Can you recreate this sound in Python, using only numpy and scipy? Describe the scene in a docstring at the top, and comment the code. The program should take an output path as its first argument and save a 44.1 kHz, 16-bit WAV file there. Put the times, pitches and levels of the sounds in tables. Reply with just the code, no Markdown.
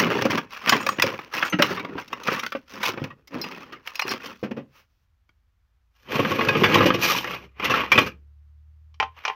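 """Scrap iron clatters in a plastic tub as a hand rummages through it, and small parts ring thinly.
The hand draws back with a swish, then shoves empty plastic bottles and a tray aside in a wooden cupboard.
Each hit is a snap and a short chatter, each push a stick-slip scrape, coloured by the hollow plastic.
At the end an iron piece drops and tumbles on the tray. The room is small; far away an engine speeds up."""
import sys
import numpy as np
from scipy import signal
from scipy.fft import rfft, irfft
from scipy.io import wavfile
from scipy.ndimage import uniform_filter1d

SR = 44100
rng = np.random.default_rng(int(sys.argv[2]) if len(sys.argv) > 2 else 0)


def output_pcm(signal):
    """Save a mono or channel-first signal as 16-bit PCM at the path in sys.argv[1].

    Samples are clipped to [-1, 1] before scaling.
    """
    pcm = np.clip(np.atleast_2d(signal).T, -1, 1) * 32767
    wavfile.write(sys.argv[1], SR, np.round(pcm).astype(np.int16))


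N = 412322
TIME = np.arange(N) / SR
TOP_HZ = 15900

# Iron clashing in the tub. Each row: start in seconds, level in dB, bass and treble in dB
# against the mids, chatter decay time in seconds.
IRON_CLACKS = [(0.0, -10.5, -9, -9.5, 0.0029), (0.035, -11.5, -9, -35, 0.0035),
               (0.221, -16, 2, -12, 0.0032), (0.253, -17, 8.5, -13.5, 0.0055),
               (0.304, -16, -19.5, -13, 0.0072), (0.376, -12.5, -6.5, -18.5, 0.0079),
               (0.675, -13, -24.5, -26.5, 0.0048), (0.683, -15.5, -24, -18, 0.007),
               (0.694, -7.5, -23, -4.5, 0.0035), (0.722, -2, -12.5, -22.5, 0.0077),
               (0.865, -11.5, -20, -15.5, 0.0042), (0.889, -7, -18.5, -20.5, 0.0037),
               (0.985, -18.5, 1, -30, .005), (0.998, -10.5, -27, -18, 0.0021),
               (1.022, -6, -45, -8.5, 0.0037), (1.19, -22, -10, -47, 0.0028),
               (1.336, -21, -29, -12, 0.0076), (1.426, -7, -22, -49, 0.0033),
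               (1.525, -11.5, -6.5, -35, 0.012), (1.588, -11.5, -2.5, -26, 0.011),
               (1.622, -3, -40, -12, 0.0045), (1.702, -24.5, 5, -17, 0.012),
               (1.768, -19.5, -13, -28, 0.012), (1.795, -22.5, -28.5, -19, 0.0069),
               (1.848, -22, -3, -26.5, 0.0042), (1.979, -19, -18.5, -31, .008),
               (2.079, -48, -21, 4, 0.0051), (2.129, -15.5, -18.5, -22.5, 0.0043),
               (2.235, -38, -17, 0.5, 0.0036), (2.281, -8.5, -8.5, -31, 0.0059),
               (2.316, -19.5, -0.5, -21, 0.0059), (2.354, -23.5, -13.5, -28, 0.021),
               (2.393, -24, -25.5, -6, 0.0072), (2.432, -18, -13.5, -30, .008),
               (2.464, -19, -21.5, -14.5, 0.0022), (2.521, -19, -18.5, -19.5, .005),
               (2.55, -22, -2, -44.5, 0.0069), (2.83, -15.5, -29, -11, 0.0081),
               (2.853, -16, -34.5, -7.5, 0.0087), (2.888, -19.5, -8, -10, 0.0051),
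               (2.975, -24.5, 1, -31, 0.0061), (3.04, -25.5, 1, -13.5, .005),
               (3.103, -30, -10.5, -36, 0.0099), (3.274, -44.5, -29.5, -1, 0.0054),
               (3.439, -23.5, -6.5, -15, 0.0061), (3.723, -29, -8.5, -18.5, .012),
               (3.874, -23, -28.5, -13, 0.0025), (3.955, -31.5, -31.5, 0, 0.004),
               (3.994, -13, -51, -12.5, 0.0046), (4.02, -14.5, -42, -21, 0.0045),
               (4.08, -20.5, -26, -13, 0.0021), (4.113, -17.5, -11, -9, 0.0071),
               (4.258, -28.5, -7, -7, 0.0068), (4.431, -26.5, 7.5, -21.5, 0.017),
               (4.511, -28.5, 9, -24, 0.0073), (4.566, -34, 11, -23.5, 0.018)]
# Bottles and tray buckling and bumping. Each row reads as in IRON_CLACKS.
PLASTIC_BUMPS = [(5.292, -48.5, -14.5, -23, 0.0029), (6.153, -20, 2, -19, 0.0088),
                 (6.193, -14, 2.5, -40, 0.0077), (6.249, -14, -6, -37, 0.0041), (6.311, -23, 3, -19, 0.012),
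                 (6.387, -13, -9, -44, 0.0095), (6.409, -11.5, -20.5, -42, 0.0044),
                 (6.487, -7, -19, -26.5, 0.0053), (6.551, -11.5, -4, -43, 0.01),
                 (6.636, -3, -17, -30, 0.013), (6.743, -8, -20.5, -17.5, .006),
                 (6.755, -4.5, -7, -26, 0.005), (6.806, -7.5, -5, -35, 0.0072),
                 (6.858, -10.5, -0.5, -19, 0.014), (6.904, -7.5, -8.5, -45, 0.0035),
                 (6.941, -15.5, -2.5, -19.5, .011), (7.024, -15, -23.5, -12.5, .025),
                 (7.109, -16, -30, -22, 0.0093), (7.244, -20, -16, -24.5, 0.003),
                 (7.598, -20.5, -13.5, -30.5, 0.0047), (7.645, -15.5, -19, -15, 0.011),
                 (7.699, -10.5, -13.5, -23.5, 0.018), (7.918, -0.5, -26.5, -27, 0.0077),
                 (7.978, 0, -12.5, -37.5, .0064), (7.987, -8, -12, -18, .0065),
                 (8.064, -21.5, -9.5, -19.5, 0.012)]
# The hand pushing through the scrap. 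Each row: start and length in seconds, level in dB,
# bass and treble in dB against the mids.
SCRAP_PUSHES = [(0.0, .36, -30, 5.5, -11), (0.52, 0.13, -43.5, -18, -9), (0.66, 0.12, -28.5, -7.5, -11),
                (0.8, 0.14, -42, 2.5, -6.5), (1.035, 0.057, -31.5, 0.5, -11), (1.14, .11, -48.5, -2, -10.5),
                (1.35, 0.099, -28, -12, -9), (1.62, 0.099, -33, 0, -7.5), (1.76, 0.22, -47.5, 9, -17),
                (1.99, 0.023, -44, -16, -9.5), (2.115, 0.18, -48, 1, -11), (2.275, 0.075, -30.5, -7, -7.5),
                (2.44, 0.014, -54, 0.5, 10), (2.56, 0.017, -57, 4, -5), (2.69, .03, -53.5, -12, -1),
                (2.74, 0.076, -42, -2, -7.5), (2.84, 0.029, -30.5, -11, -6), (2.93, 0.12, -47, 8, -13),
                (3.18, 0.044, -72, 10, -9), (3.335, 0.054, -44, 9.5, -14), (3.44, 0.2, -45, -0.5, -11),
                (3.7, 0.07, -52, 2, -14), (3.86, 0.16, -49, -16, -7), (4.07, 0.059, -35, -0.5, -10),
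                (4.22, 0.092, -44.5, -2.5, -7), (4.36, 0.063, -68, -9, 8.5), (4.45, 0.17, -67, 21, -18)]
# Shoves of the bottles and tray. Each row reads as in SCRAP_PUSHES.
BOTTLE_SHOVES = [(5.97, .07, -65, -23, 0), (6.12, 0.26, -31.5, 0, -13), (6.41, 0.31, -30, 5, -13.5),
                 (6.71, .12, -22, -1, -16.5), (6.88, 0.11, -34.5, 3.5, -15), (7.035, 0.13, -26.5, -7, -2),
                 (7.26, 0.086, -34, -5.5, -14.5), (7.41, 0.037, -54.5, 3, -13),
                 (7.635, .08, -29, -5.5, -22.5), (7.745, 0.071, -25, -9, -21),
                 (7.94, 0.083, -29, -0.5, -13), (9.175, 0.16, -49, -22, -17)]
# The hand drawing back. Each row reads as in SCRAP_PUSHES.
HAND_SWISHES = [(4.76, 0.042, -56.5, -13.5, -4), (4.9, 0.14, -83.5, -1.5, 6)]
# Dull knocks of the tub on the boards. Each row: start in seconds, level in dB, pitch in Hz.
TUB_THUDS = [(0.252, -9, 555), (0.751, -11.5, 414), (1.039, -13, 538), (1.138, -21, 530), (1.54, -12, 301),
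             (1.596, -4, 581), (1.954, -21.5, 283), (2.55, -17.5, 542), (2.888, -18.5, 362),
             (3.017, -15.5, 144.5), (3.36, -21, 251), (4.052, -26, 363), (4.428, -14.5, 218),
             (4.508, -24.5, 228.7), (6.62, -5.5, 396), (6.856, -9.5, 514)]
# An iron piece landing and tumbling. Each row: start in seconds, level in dB, tilt in dB per octave.
DROP_HITS = [(8.942, -45.5, 14), (9, -5.5, 3), (9.027, -14.5, -1), (9.251, -12, 5.5), (9.279, -14, 3),
             (9.298, -19, -4)]
# That piece and the tray ringing together. Each row: pitch in Hz, level in dB, t60 in seconds.
DROP_MODES = [(443, 1, 0.075), (789, 5, 0.1), (883, 7, 0.088), (964, -9, 0.2), (1044, 2, 0.2),
              (1550, -16, 0.091), (1900, -13.5, 0.15), (2170, -25, 0.11), (2360, 3.5, 0.063),
              (2620, -9.5, 0.089), (3130, -7, 0.093), (3200, -29, 0.11), (5550, -16.5, 0.04)]
# Small iron parts set ringing. 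Each row: start in seconds, level in dB, part number.
PART_PINGS = [(0.695, -25.5, 0), (0.809, -33.5, 0), (0.889, -29, 0), (1.45, -35, 0), (1.499, -29, 1),
              (3.415, -19, 2), (3.955, -26.5, 2), (4.015, -21.5, 2), (4.092, -19.5, 2), (4.107, -22, 2),
              (7.931, -26, 2)]
# Their modes. Each row: part number, pitch in Hz, level in dB, t60 in seconds.
PART_MODES = [(0, 6820, 0, .22), (0, 8430, -7.5, 0.14), (0, 13450, 3, 0.048), (1, 6220, 1.5, .2),
              (1, 8700, -8, 0.1057), (1, 12250, -9, 0.061), (2, 4200, -5.5, .12), (2, 4935, -6, 0.17),
              (2, 5168, -5.5, .08), (2, 5480, -1, 0.055), (2, 11340, -23, .1), (2, 15000, -16, 0.065)]
# Broad tone of the tub and of the bottles. Each row: frequency in Hz, gain in dB.
TUB_TONE = [(50, -34), (100, -4), (220, 4.5), (500, 0.5), (680, -10), (1150, -4), (2700, -8.5),
            (3800, -19.5), (5900, -19), (7800, -40.5), (10000, -38.5), (14500, -29.5), (16000, -29.5)]
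BOTTLE_TONE = [(50, -21.5), (100, 1.5), (220, 4.5), (500, 2), (680, -9.5), (1150, -8), (2800, -5),
               (3800, -17), (5900, -16.5), (7800, -38), (10000, -38), (14500, -22), (16000, -54)]
# Their hollow resonances. Each row: centre in Hz, width in Hz, boost in dB.
TUB_RESONANCES = [(252, 40, 1.6), (427, 5, 0.9), (536, 32, 3.9), (827, 20, 2.8), (1154, 170, 2.4),
                  (2583, 200, 3), (4700, 80, 1.3), (5350, 110, 3.3)]
BOTTLE_RESONANCES = [(337, 18, 5.7), (440, 8.3, 2.5), (518, 39, 4), (857, 40, 5.6), (1100, 150, 8.9),
                     (1220, 130, 4.4), (1456, 45, 2.36), (1650, 20, 10), (2310, 55, 4.5), (2480, 100, 4.9),
                     (4240, 39, 1.2)]
# The two crossovers in Hz: bass to mids, then mids to treble.
CROSSOVERS_HZ = [700, 3500]
# The room's decay. Each row: frequency in Hz, t60 in seconds.
ROOM_DECAY = [(100, 0.47), (300, 0.15), (1000, 0.13), (3000, 0.14), (12000, 0.092)]
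# The engine's hum. Each row: multiple of the firing rate, level in dB.
ENGINE_ORDERS = [(.5, -23.5), (1, 3), (1.5, -11.5), (2, -21.5)]
# The tone of still air. Each row: frequency in Hz, gain in dB.
AIR_TONE = [(25, -23), (70, -5.5), (150, -22.5), (400, -36), (1300, -31), (2600, -37), (6000, -44),
            (9000, -53.5), (14000, -47), (16000, -54)]


def contacts(rows, bands, mid_db, bass_db, treble_db, snap_db, rise, ring_db, ring_t60, dulling,
             heavy_hz, light_hz, light_below_db, size=4000):
    """Each hit is a snap and a dying chatter; the struck piece adds a damped ring, higher when light."""
    out, t = np.zeros(N), np.arange(size) / SR
    for start, db, bass, treble, chatter_s in rows:
        age = t / max(chatter_s, .0005)  # in chatter times, so long contacts also start softly
        force = rng.standard_normal(size) * (1 - np.exp(-age / rise)) * np.exp(-age)
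        force[0] = amp(snap_db)
        lightness = 1 / (1 + np.exp((bass - light_below_db) / 2.5))  # light pieces make little bass
        hz = heavy_hz * (light_hz / heavy_hz) ** lightness * np.exp(.07 * rng.standard_normal())
        overtones = hz * np.cumprod(rng.uniform(1.3, 1.7, 7))  # an irregular shape rings inharmonically
        piece = ring([(hz, 0, ring_t60)] + [(f, -2, ring_t60) for f in overtones if f < TOP_HZ], size)
        freedom = 2 / (1 + amp(2 * bass + 4.5))  # heavy, dull contacts hold the piece still
        force = unit(force) + freedom * amp(ring_db) * unit(signal.fftconvolve(force, piece)[:size])
        drives = (force, force, force * np.exp(-dulling * age))  # later bounces carry less treble
        for drive, response, band_db in zip(drives, bands, (bass + bass_db, mid_db, treble + treble_db)):
            hit = signal.fftconvolve(drive, response)
            add(out, start, amp(db + band_db) * hit / np.std(hit[:600]))
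    return out


def scrape(rows, bands, trim_db, slips_per_s, spread_db, slip_s, rub_db, jingle_db, jingle_t60, grit,
           rise_db_per_s, ease_db_per_s, settle_db_per_s, ticks_per_s, tick_db, tick_s, grip_db, grip_s):
    """Stick and slip: brief uneven bursts over a steady rub, with stray ticks, through a hollow body."""
    t = TIME[(TIME > rows[0][0] - .5) & (TIME < rows[-1][0] + .5)]
    n, hop = len(t), 64
    slips = impulses(n, slips_per_s, spread_db, cap=3.5)
    pressure = unit(signal.lfilter(*one_pole(slip_s), slips)) + amp(rub_db)
    force = unit(pressure * rng.standard_normal(n)) + amp(jingle_db) * jingle(slips, jingle_t60)
    force /= np.sqrt(abs(uniform_filter1d(force ** 2, 3000)) + 1e-9)  # even out the slow swells
    catches = ticks(n, ticks_per_s, tick_s)
    gains = push_envelopes(rows, t[::hop], rise_db_per_s, ease_db_per_s, settle_db_per_s)
    grip = unit(signal.filtfilt(*one_pole(grip_s / hop), rng.standard_normal(gains.shape[1])))
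    gains *= amp(np.outer(grip_db, grip))  # the grip comes and goes, most of all in the treble
    fizz = signal.lfilter([1, -grit], [1], bands[2])  # grit brightens the treble
    responses = (bands[0], bands[1], fizz / np.linalg.norm(fizz))
    out = np.zeros(N)
    for response, gain, trim, tick in zip(responses, gains, trim_db, tick_db):
        drive = (force + amp(tick) * catches) * amp(trim) * np.interp(t, t[::hop], gain)
        add(out, t[0], signal.oaconvolve(drive, response))
    return out


def jingle(slips, t60, count=30):
    """Every slip rings one of many small pieces."""
    struck = rng.integers(0, count, len(slips))
    pitches = np.geomspace(900, 14500, count) * rng.uniform(.95, 1.05, count)
    return unit(sum(signal.oaconvolve(slips * (struck == k), ring([(hz, 0, t60)], 4000))[:len(slips)]
                    for k, hz in enumerate(pitches)))


def ticks(n, per_s, decay_s):
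    """Tiny sharp bursts of noise where edges catch."""
    clicks = impulses(n, per_s, spread_db=2, cap=2)
    return unit(signal.lfilter(*one_pole(decay_s), clicks) * rng.standard_normal(n))


def tub_thuds(response, trim_db=-4, push_s=0.003, boom_db=-2, boom_t60=0.096, size=1500):
    """The tub rocks on the boards: a soft push wakes one low, well damped resonance."""
    out, t = np.zeros(N), np.arange(size) / SR
    for start, db, hz in TUB_THUDS:
        push = signal.fftconvolve(rng.standard_normal(size) * np.exp(-t / push_s), response)
        age = np.arange(len(push)) / SR
        envelope = amp(boom_db - 60 * age / boom_t60) * (1 - np.exp(-age * hz * 2))
        boom = np.sin(2 * np.pi * hz * age) * envelope
        add(out, start, amp(db + trim_db) * (push / abs(push).max() + boom))
    return out


def iron_drop(bands, ring_db=-4.5, crack_db=-0.5, edge_db=-13.5, crack_s=0.006, size=2500):
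    """A hard crack, then piece and tray ring together; glancing blows are brighter."""
    out, t = np.zeros(N), np.arange(size) / SR
    cushion = signal.butter(3, 6000, fs=SR)  # the plastic tray softens the blow
    for start, db, tilt in DROP_HITS:
        tone = ring([(hz, level + tilt * np.log2(hz / DROP_MODES[0][0]), t60)
                     for hz, level, t60 in DROP_MODES])
        attack = 1 - np.exp(-TIME[:len(tone)] / 0.00042)
        add(out, start, amp(db + ring_db) * tone * attack)
        response = bands[1] + amp(edge_db + tilt) * signal.lfilter(*cushion, bands[2])
        crack = signal.fftconvolve(rng.standard_normal(size) * np.exp(-t / crack_s), response)
        add(out, start, amp(db + crack_db) * crack / abs(crack).max())
    return out


def iron_pings(trim_db=-2, spread_db=3, detune=.008):
    """Small parts ring as they come free of the heap; each strike weights the modes differently."""
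    out = np.zeros(N)
    for start, db, part in PART_PINGS:
        modes = [(hz * (1 + detune * rng.standard_normal()), level + spread_db * rng.standard_normal(), t60)
                 for owner, hz, level, t60 in PART_MODES if owner == part]
        add(out, start, amp(db + trim_db) * ring(modes))
    return out


def hand_swish(bands, grit=0.51):
    """The hand draws back: a smooth rub with no catching edges."""
    rub = rng.standard_normal(N)
    fizz = signal.lfilter([1, -grit], [1], bands[2])
    gains = push_envelopes(HAND_SWISHES, TIME, rise_db_per_s=300, ease_db_per_s=10,
                           settle_db_per_s=[330] * 3)
    return sum(gain * unit(signal.oaconvolve(rub, response)[:N])
               for gain, response in zip(gains, (bands[0], bands[1], fizz)))


def hollow_body(tone, resonances):
    """Bass, mid and treble impulse responses of a hollow object: a broad tone with resonant peaks."""
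    hz = np.fft.rfftfreq(8192, 1 / SR)
    peaks_db = sum(boost / (1 + (2 * (hz - centre) / width) ** 2) for centre, width, boost in resonances)
    db = curve_at(tone, hz) + peaks_db
    low, high = (1 / (1 + (hz / edge) ** 10) for edge in CROSSOVERS_HZ)
    return [minimum_phase(db + 10 * np.log10(share + 1e-12)) for share in (low, high - low, 1 - high)]


def room(x, build_s=0.0055, shifts_per_s=1.082, count=3):
    """Dense reflections of a small room; crossfading tails make the pattern shift slowly over time."""
    out = np.zeros(N)
    for k in range(count):
        hz, t, noise = signal.stft(rng.standard_normal(SR // 2), SR, nperseg=256)
        decay = amp(-60 * t / curve_at(ROOM_DECAY, hz)[:, None])
        tail = signal.istft(noise * decay, SR, nperseg=256)[1]
        tail *= np.minimum(np.arange(len(tail)) / (build_s * SR), 1)
        share = np.sqrt(2 / count) * np.cos(np.pi * (shifts_per_s * TIME + k / count))
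        out += signal.oaconvolve(x * share, tail / np.linalg.norm(tail))[:N]
    return out


def distant_engine(level_db=-50, near_s=8.0, off_s=9.1, near_hz=70.4, climb_hz_per_s=7.5):
    """Only an accelerating engine's lowest orders pass the walls; it swells, holds and cuts off."""
    firings = np.cumsum(near_hz + climb_hz_per_s * (TIME - near_s)) / SR
    hum = sum(amp(db) * np.sin(2 * np.pi * (order * firings + rng.random()))
              for order, db in ENGINE_ORDERS)
    away_db = 9 * np.maximum(near_s - TIME, 0) + 130 * np.maximum(TIME - off_s, 0)
    return unit(hum) * amp(level_db - away_db)


def air(level_db=-67):
    """A faint, steady bed of noise, mostly low rumble."""
    tone = amp(curve_at(AIR_TONE, np.fft.rfftfreq(N, 1 / SR)))
    return amp(level_db) * unit(irfft(rfft(rng.standard_normal(N)) * tone, N))


def push_envelopes(rows, t, rise_db_per_s, ease_db_per_s, settle_db_per_s):
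    """Bass, mid and treble gains: each push builds quickly, eases while it lasts, then settles."""
    power = np.zeros((3, len(t)))
    for start, length, db, bass, treble in rows:
        push = db - rise_db_per_s * np.maximum(start - t, 0)
        push -= ease_db_per_s * np.clip(t - start, 0, length)
        settle = np.outer(settle_db_per_s, np.maximum(t - start - length, 0))
        power += amp(push + np.array([[bass], [0], [treble]]) - settle) ** 2
    return np.sqrt(power)


def ring(modes, size=14000):
    """Freely dying modes, each given as Hz, dB and t60; the sum peaks at 1."""
    t = np.arange(size) / SR
    x = sum(amp(db - 60 * t / t60) * np.sin(2 * np.pi * (hz * t + rng.random())) for hz, db, t60 in modes)
    return x / abs(x).max()


def impulses(n, per_s, spread_db, cap):
    """Randomly timed spikes of uneven size."""
    return (rng.random(n) < per_s / SR) * amp(spread_db * np.minimum(rng.exponential(1, n), cap))


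def one_pole(decay_s):
    """Filter coefficients for an exponential decay."""
    return [1], [1, -np.exp(-1 / (decay_s * SR))]


def minimum_phase(db):
    """The tightest impulse response for a gain curve, with energy 1."""
    log_gain = np.log(amp(np.maximum(db, -100)))
    mirrored = np.concatenate([log_gain, log_gain[-2:0:-1]])
    response = irfft(np.exp(np.conj(signal.hilbert(mirrored)))[:len(db)])[:4096]
    return response / np.linalg.norm(response)


def curve_at(points, hz):
    """Reads a curve on a log-frequency axis."""
    point_hz, value = np.transpose(points)
    return np.interp(np.log(hz + 1), np.log(point_hz + 1), value)


def amp(db):
    """Decibels to gain."""
    return 10 ** (np.asarray(db) / 20)


def unit(x):
    """Scales to rms 1."""
    return x / np.sqrt(np.mean(x ** 2) + 1e-20)


def add(mix, start_s, sound):
    """Mixes a sound in at its start time."""
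    part = mix[max(round(start_s * SR), 0):][:len(sound)]
    part += sound[:len(part)]


def suppress(x, threshold_db=-47, slope=0.22, depth_db=8, window=700):
    """Noise suppressor: above the bass, quiet moments are turned further down."""
    bass = signal.sosfiltfilt(signal.butter(4, 110, fs=SR, output="sos"), x)
    rest = x - bass
    level_db = 10 * np.log10(abs(uniform_filter1d(rest ** 2, window)) + 1e-12)
    cut_db = np.clip(slope * (threshold_db - level_db), 0, depth_db)
    return bass + rest * amp(-uniform_filter1d(cut_db, window))


def scene():
    """Scrap in the tub, then bottles and tray, in a small room over a far engine and still air."""
    tub = hollow_body(TUB_TONE, TUB_RESONANCES)
    bottles = hollow_body(BOTTLE_TONE, BOTTLE_RESONANCES)
    # flat plastic has only the broad resonances
    tray = hollow_body(BOTTLE_TONE, [row for row in BOTTLE_RESONANCES if row[1] > 70])
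    scrap = contacts(IRON_CLACKS, tub, mid_db=-11, bass_db=-10, treble_db=-4.5,
                     snap_db=4.5, rise=0.4, ring_db=-11.5, ring_t60=0.019, dulling=0.22,
                     heavy_hz=1167.3, light_hz=2540, light_below_db=-25)
    scrap += scrape(SCRAP_PUSHES, tub, trim_db=[0, -0.5, -2.5], slips_per_s=300, spread_db=1,
                    slip_s=0.0041, rub_db=-6, jingle_db=-7.5, jingle_t60=0.038, grit=0.069,
                    rise_db_per_s=601, ease_db_per_s=11, settle_db_per_s=[250, 240, 260],
                    ticks_per_s=40, tick_db=[-14, -7, -1], tick_s=0.00076,
                    grip_db=[.6, 1.1, 2.2], grip_s=0.012)
    scrap += tub_thuds(tub[0]) + iron_pings() + hand_swish(tub)
    plastic = contacts(PLASTIC_BUMPS, bottles, mid_db=-10, bass_db=-5.5, treble_db=0.5,
                       snap_db=11, rise=0.35, ring_db=-11.5, ring_t60=0.023, dulling=.1,
                       heavy_hz=1160, light_hz=2440, light_below_db=-17.5)
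    plastic += scrape(BOTTLE_SHOVES, bottles, trim_db=[0, -0.5, -1.5], slips_per_s=170, spread_db=4.5,
                      slip_s=0.0079, rub_db=1, jingle_db=-10.5, jingle_t60=0.044, grit=0.27,
                      rise_db_per_s=399.5, ease_db_per_s=5, settle_db_per_s=[270, 290, 310],
                      ticks_per_s=89, tick_db=[-14, -7, -4], tick_s=0.0026,
                      grip_db=[.6, 1.1, 2.5], grip_s=0.0064)
    plastic += iron_drop(tray)
    reverb = room(amp(-13.5) * scrap + amp(-11) * plastic)
    return (scrap + plastic + reverb + distant_engine() + air())[None]


def record(dry):
    """Quiet moments are turned down, the loudest peaks rounded off and the very top cut away."""
    rounded = np.tanh(suppress(dry))
    lowpass = signal.firwin(401, TOP_HZ, window=("kaiser", 9), fs=SR)
    return signal.oaconvolve(rounded, lowpass[None], "same")


dry = scene()
out = record(dry)
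output_pcm(out)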